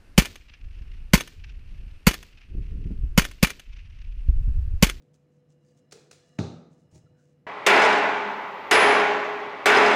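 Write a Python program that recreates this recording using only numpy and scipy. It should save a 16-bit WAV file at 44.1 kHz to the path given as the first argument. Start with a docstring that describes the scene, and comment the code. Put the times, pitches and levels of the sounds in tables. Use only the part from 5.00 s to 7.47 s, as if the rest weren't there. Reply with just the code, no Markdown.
"""A bare kitchen, where an appliance hums quietly. A ball of soft dough is patted twice between the hands,
dropped on a silicone mat on a wooden table, then pressed and folded. Impact makes the dough's wet skin
slap and sets the table thudding in its damped modes; friction of the palms gives hiss, crackle and
small squeaks. The room reverberates after the pats, the strokes and the drop."""
import sys
import numpy as np
from scipy import signal
from scipy.fft import rfft, irfft, next_fast_len
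from scipy.io import wavfile
from scipy.ndimage import map_coordinates

SR = 44100
rng = np.random.default_rng(int(sys.argv[2]) if len(sys.argv) > 2 else 0)


def materialize(psi):
    """Save the field psi as 16-bit PCM at rate SR to the path in sys.argv[1].

    A 1-D psi becomes a single channel; in a 2-D psi each row is a channel.
    """
    bounded = np.clip(np.atleast_2d(psi).T, -1, 1)
    quanta = np.round(bounded * 32767).astype(np.int16)
    wavfile.write(sys.argv[1], SR, quanta)


N = 108794
T = np.arange(N) / SR


def amp(db):
    """Amplitude ratio of a level in decibels."""
    return 10 ** (np.asarray(db) / 20)


def unit(x):
    """Normalisation to rms 1."""
    return x / np.sqrt(np.mean(x ** 2) + 1e-20)


def along(points, hz):
    """Interpolation of (f, value) points on a log frequency axis."""
    f, values = np.transpose(points)
    return np.interp(np.log(hz + 1), np.log(f + 1), values)


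def wobble(rate):
    """Smooth random modulation: a spline through rate knots a second."""
    return map_coordinates(rng.standard_normal(int(N * rate / SR) + 4), [T * rate])


def filtered(x, response):
    """Linear filtering: the spectrum of x times a frequency response."""
    size = next_fast_len(N + SR // 2)
    return irfft(rfft(x, size) * response(np.fft.rfftfreq(size, 1 / SR)), size)[:N]


def noise(spectrum):
    """Spectral shaping: coloured noise of rms 1."""
    return unit(filtered(rng.standard_normal(N), lambda hz: amp(along(spectrum, hz))))


def narrowband(hz, width):
    """Quadrature modulation: a noise band about hz, roughly width Hz wide."""
    return wobble(width) * np.sin(2 * np.pi * hz * T) + wobble(width) * np.cos(2 * np.pi * hz * T)


def burst(onset, rise, fall):
    """Exponential attack and decay, with time constants in seconds."""
    t = np.maximum(T - onset, 0)
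    return (1 - np.exp(-t / rise)) * np.exp(-t / fall)


def swell(peak, rise, fall):
    """Gaussian envelope with its own width on each side of the peak."""
    return np.exp(-.5 * ((T - peak) / np.where(T < peak, rise, fall)) ** 2)


# Hum lines of the appliance: f/Hz, rms level/dB, modulation depth
HUM_LINES = [(147.2, -66.5, 0.27), (247, -84.5, 0.49), (494.7, -73.5, 0.44), (580, -89.5, 0.22)]
# Spectrum of the room's air: f/Hz, relative level/dB
AIR_SPECTRUM = [(15, -71), (25, -30), (91, -7), (119, -5.5), (160, -2), (340, -9), (399, -16.5), (495, -10),
                (552, -16.5), (1020, -28.5), (2420, -33), (2630, -35), (2850, -34.5), (3530, -40),
                (15500, -52.5)]

def background():
    """Random amplitude and phase modulation makes the hum waver over a broadband murmur of air."""
    hum = 0
    for hz, db, depth in HUM_LINES:
        modulation = 1 + depth * (wobble(22.16) + 1j * wobble(22))
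        carrier = np.exp(2j * np.pi * (hz * T + rng.random()))
        hum += amp(db) * np.sqrt(2) * np.real(modulation * carrier)
    return hum + amp(-66.5 + 0.64 * wobble(10.54)) * noise(AIR_SPECTRUM)


# Contacts of hand and dough: t/s, level/dB, decay time/s, palm weight/dB
PAT_CONTACTS = [(.022, -60.5, 0.0016, 0), (0.911, -54, 0.0058, -19), (0.921, -44, 0.003, 4.5),
                (0.924, -37.5, .004, -7.5), (1.1106, -48, 0.0054, -23), (1.113, -38.5, 0.0024, -18),
                (1.129, -49, 0.0039, -10)]
# Spectra of the skin's smack and the cupped palm: f/Hz, relative level/dB
SMACK_SPECTRUM = [(40, -38), (150, -36), (500, 0.5), (900, -7), (1600, -2.5), (2300, -5), (2900, -4),
                  (4400, -0.5), (6800, -2), (9000, -7.5), (11000, -20.5), (13500, -29), (15500, -18)]
PALM_SPECTRUM = [(40, -45), (100, -18), (250, -11.5), (370, 2.5), (470, 6.5), (600, -11.5), (900, -15.5),
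                 (4000, -53)]

def pats():
    """Impact of skin on dough gives a short smack; cavity resonance of the palm adds a hollow note."""
    smack_power = sum((amp(db) * burst(s, 0.00059, decay)) ** 2 for s, db, decay, _ in PAT_CONTACTS)
    hollow = sum(amp(db + palm_db) * burst(s, 0.0019, 0.0047) for s, db, _, palm_db in PAT_CONTACTS)
    smack = contact(np.sqrt(smack_power), SMACK_SPECTRUM, wet_db=-1.5, build_s=.002)
    return smack + contact(amp(-1.5) * hollow, PALM_SPECTRUM, wet_db=2.0, build_s=.004)


def contact(envelope, spectrum, wet_db, build_s):
    """Superposition of a contact's direct noise and its reverberant field."""
    return envelope * noise(spectrum) + kitchen(envelope, spectrum, wet_db, build_s)


# Reverberation time of the kitchen: f/Hz, T60/s
KITCHEN_T60 = [(100, 0.63), (250, 0.94), (1000, 0.75), (4000, 0.54), (7000, 0.49), (10000, .45),
               (15000, 0.43)]
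RIPPLE_DB, RIPPLE_HZ = 2.5, 70  # depth and spacing of the colour from crowded room modes

def kitchen(envelope, spectrum, wet_db, build_s):
    """Reverberation: diffuse energy builds up, then decays exponentially at each frequency's own rate."""
    ripple_db = RIPPLE_DB * rng.standard_normal(SR // RIPPLE_HZ)
    wash = filtered(noise(spectrum), lambda hz: amp(map_coordinates(ripple_db, [hz / RIPPLE_HZ], order=1)))
    hz, t, frames = signal.stft(unit(wash), SR, nperseg=256)
    frame_index = np.ceil(T / t[1]).astype(int)
    power_in = np.bincount(frame_index, envelope ** 2, len(t)) / (SR * t[1])
    t60 = along(KITCHEN_T60, hz)[:, None]
    response = amp(-60 * t / t60) ** 2 * (1 - np.exp(-t / build_s))
    response /= response.sum(axis=1).max()
    energy = signal.fftconvolve(power_in[None], response, axes=1)[:, :len(t)]
    return amp(wet_db) * signal.istft(frames * np.sqrt(np.abs(energy)), SR, nperseg=256)[1][:N]


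# Palm strokes over dough and mat: peak t/s, level/dB, rise/s, fall/s
STROKES = [(0.15, -70, 0.009, 0.0084), (0.351, -86, 0.036, 0.034), (0.511, -76, 0.013, 0.017),
           (0.679, -78.5, 0.036, 0.043), (0.787, -73, 0.016, 0.0088), (1.26, -76.5, 0.019, 0.1),
           (1.73, -77, .015, 0.022), (1.795, -81, 0.018, 0.043), (1.92, -72.5, 0.007, 0.0079),
           (1.956, -63.5, .014, 0.027), (2.21, -78.5, 0.028, 0.036), (2.289, -83, 0.022, 0.039)]
# Spectrum of the friction: f/Hz, relative level/dB
FRICTION_SPECTRUM = [(300, -14.5), (1000, -9), (2000, -6.5), (4000, -7.5), (5200, -3.5), (6500, 1),
                     (8000, -4.5), (10000, -12.5), (13000, -35), (15500, -15)]

def rubs():
    """Sliding friction hisses under each stroke; adhesion breaks in tiny crackles as skin comes unstuck."""
    envelope = sum(amp(db) * swell(s, rise, fall) for s, db, rise, fall in STROKES)
    snaps = (rng.random(N) < 500 / SR) * rng.standard_normal(N)  # about 500 a second
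    crackle = unit(filtered(snaps, lambda hz: amp(along(FRICTION_SPECTRUM, hz))))
    friction = unit(noise(FRICTION_SPECTRUM) + amp(-0.5) * crackle)
    return envelope * friction + kitchen(envelope, FRICTION_SPECTRUM, wet_db=-7, build_s=.004)


# Faint high tones: f/Hz, relative level/dB
RING_TONES = [(680, 1), (1200, -6.5), (1750, -4.5), (1950, -8.5), (2870, -3), (4000, -6.5), (5240, -7)]
# Their common envelope: t/s, level/dB
RING_ENVELOPE = [(0, -100), (.6, -89), (.78, -85.5), (1.1, -84), (1.33, -75), (1.6, -95.5), (2, -82.5),
                 (2.47, -94)]

def ring():
    """Narrow-band noise is heard as fuzzy tones hanging in the room while the dough is handled."""
    tones = sum(amp(db) * narrowband(hz, width=110) for hz, db in RING_TONES)
    return tones * amp(np.interp(T, *np.transpose(RING_ENVELOPE)))


# Slips of skin on tacky dough: peak t/s, f/Hz, level/dB, half-width/s
SLIPS = [(0.697, 4720, -83.5, 0.025), (2.069, 1364, -69.5, 0.0051), (2.2, 1506, -78.5, 0.032)]

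def squeaks():
    """Stick-slip oscillation of the skin gives a brief, rough pitch."""
    return sum(amp(db) * swell(s, span, span) * narrowband(hz, width=320) for s, hz, db, span in SLIPS)


# Spectra of the dough's first touch, spreading skin and flattening bulk: f/Hz, relative level/dB
CRACK_SPECTRUM = [(40, -40.5), (150, -19), (400, 17), (1000, 1), (1900, 5.5), (3000, -2.5), (4500, -20),
                  (6000, -5), (8000, -25), (11000, -24), (15500, -43)]
SLAP_SPECTRUM = [(200, 1.5), (600, 7.5), (1000, 0.5), (1250, 5), (1600, -2.5), (2100, -5.5), (2800, -1.5),
                 (3200, -5.5), (3900, 7), (4400, 1), (5000, -4), (6400, -1), (8000, -13.5), (10000, -23),
                 (13000, -54), (15500, -41)]
PUSH_SPECTRUM = [(30, -53), (70, -32), (120, -10), (190, 5), (400, -6.5), (650, -12), (850, -12.5),
                 (1000, -29), (1250, -15.5), (3000, -55), (8000, -76)]
DROP_S, LOW_CUT_HZ = 1.388, 59  # the thud and push are high-passed at this frequency

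def drop():
    """Inelastic impact: the dough lands with a crack, a wet slap and a dull push, and the table rings."""
    crack = amp(-33) * swell(DROP_S + 0.0016, 0.002, 0.0022) * noise(CRACK_SPECTRUM)
    slap = contact(amp(-36) * burst(DROP_S, 0.00098, 0.0062), SLAP_SPECTRUM, wet_db=8, build_s=.001)
    flattening = amp(-25.5) * burst(DROP_S + 0.00086, 0.0015, 0.012)
    push = contact(flattening, PUSH_SPECTRUM, wet_db=-2, build_s=0.0076)
    thud = push + amp(-27.5) * table(DROP_S, dull_db=0.5, damping=0.96)
    low_cut = signal.butter(3, LOW_CUT_HZ, "high", fs=SR, output="sos")
    return crack + slap + signal.sosfilt(low_cut, thud)


# Modes of table and room: f/Hz, relative level/dB, T60/s at damping 1
TABLE_MODES = [(93, 0.5, 0.33), (121, -3.5, 0.44), (144, 0.5, 0.16), (165.6, -5, 0.71), (222, -9, 0.21),
               (242.8, -9.5, 0.64), (301, -7.5, 0.28), (338, -8, 0.34), (360.6, -10.5, 0.27),
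               (411.4, -10.5, 0.34), (541, -17, .37), (623, -10, 0.28), (792, -17.5, 0.53),
               (900, -19.5, 0.52)]
BUILD_CYCLES = 0.26  # attack time constant of each mode, in periods

def table(onset, dull_db, damping):
    """Free vibration of damped modes after a blow; a soft blow loses dull_db an octave."""
    start = round(onset * SR)
    t = T[:min(N - start, SR)]
    drift = wobble(30)
    modes = 0
    for k, (hz, db, t60) in enumerate(TABLE_MODES):
        octaves = np.log2(hz / TABLE_MODES[0][0])
        level_db = db + rng.normal(0, 1) - dull_db * octaves - 60 * damping * t / t60
        attack = 1 - np.exp(-t * hz / BUILD_CYCLES)
        phase = k * np.pi + 0.47 * np.roll(drift, k * SR // 10)[:len(t)]  # alternating sign, slow wander
        modes += amp(level_db) * attack * np.sin(2 * np.pi * hz * t + phase)
    return np.pad(modes, (start, N - start - len(t)))


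# The hand leaning on the dough: t/s, level/dB
HAND_PRESSES = [(1.695, -61.5), (1.836, -62.5), (1.924, -54.5), (1.95, -48), (2.034, -56), (2.099, -57.5)]

def presses():
    """Contact damping: the hand's weight bumps the table softly and shortens its ringing."""
    return sum(amp(db) * table(s, dull_db=1.5, damping=1.53) for s, db in HAND_PRESSES)


def scene():
    """Linear superposition of all sources at one point above the table."""
    return (drop() + pats() + rubs() + squeaks() + presses() + ring() + background())[None]


TOP_HZ = 15850

def record(dry):
    """Band limiting: an ideal low-pass filter passes nothing above TOP_HZ."""
    return np.array([filtered(channel, lambda hz: hz < TOP_HZ) for channel in dry])


dry = scene()
out = record(dry)
materialize(out)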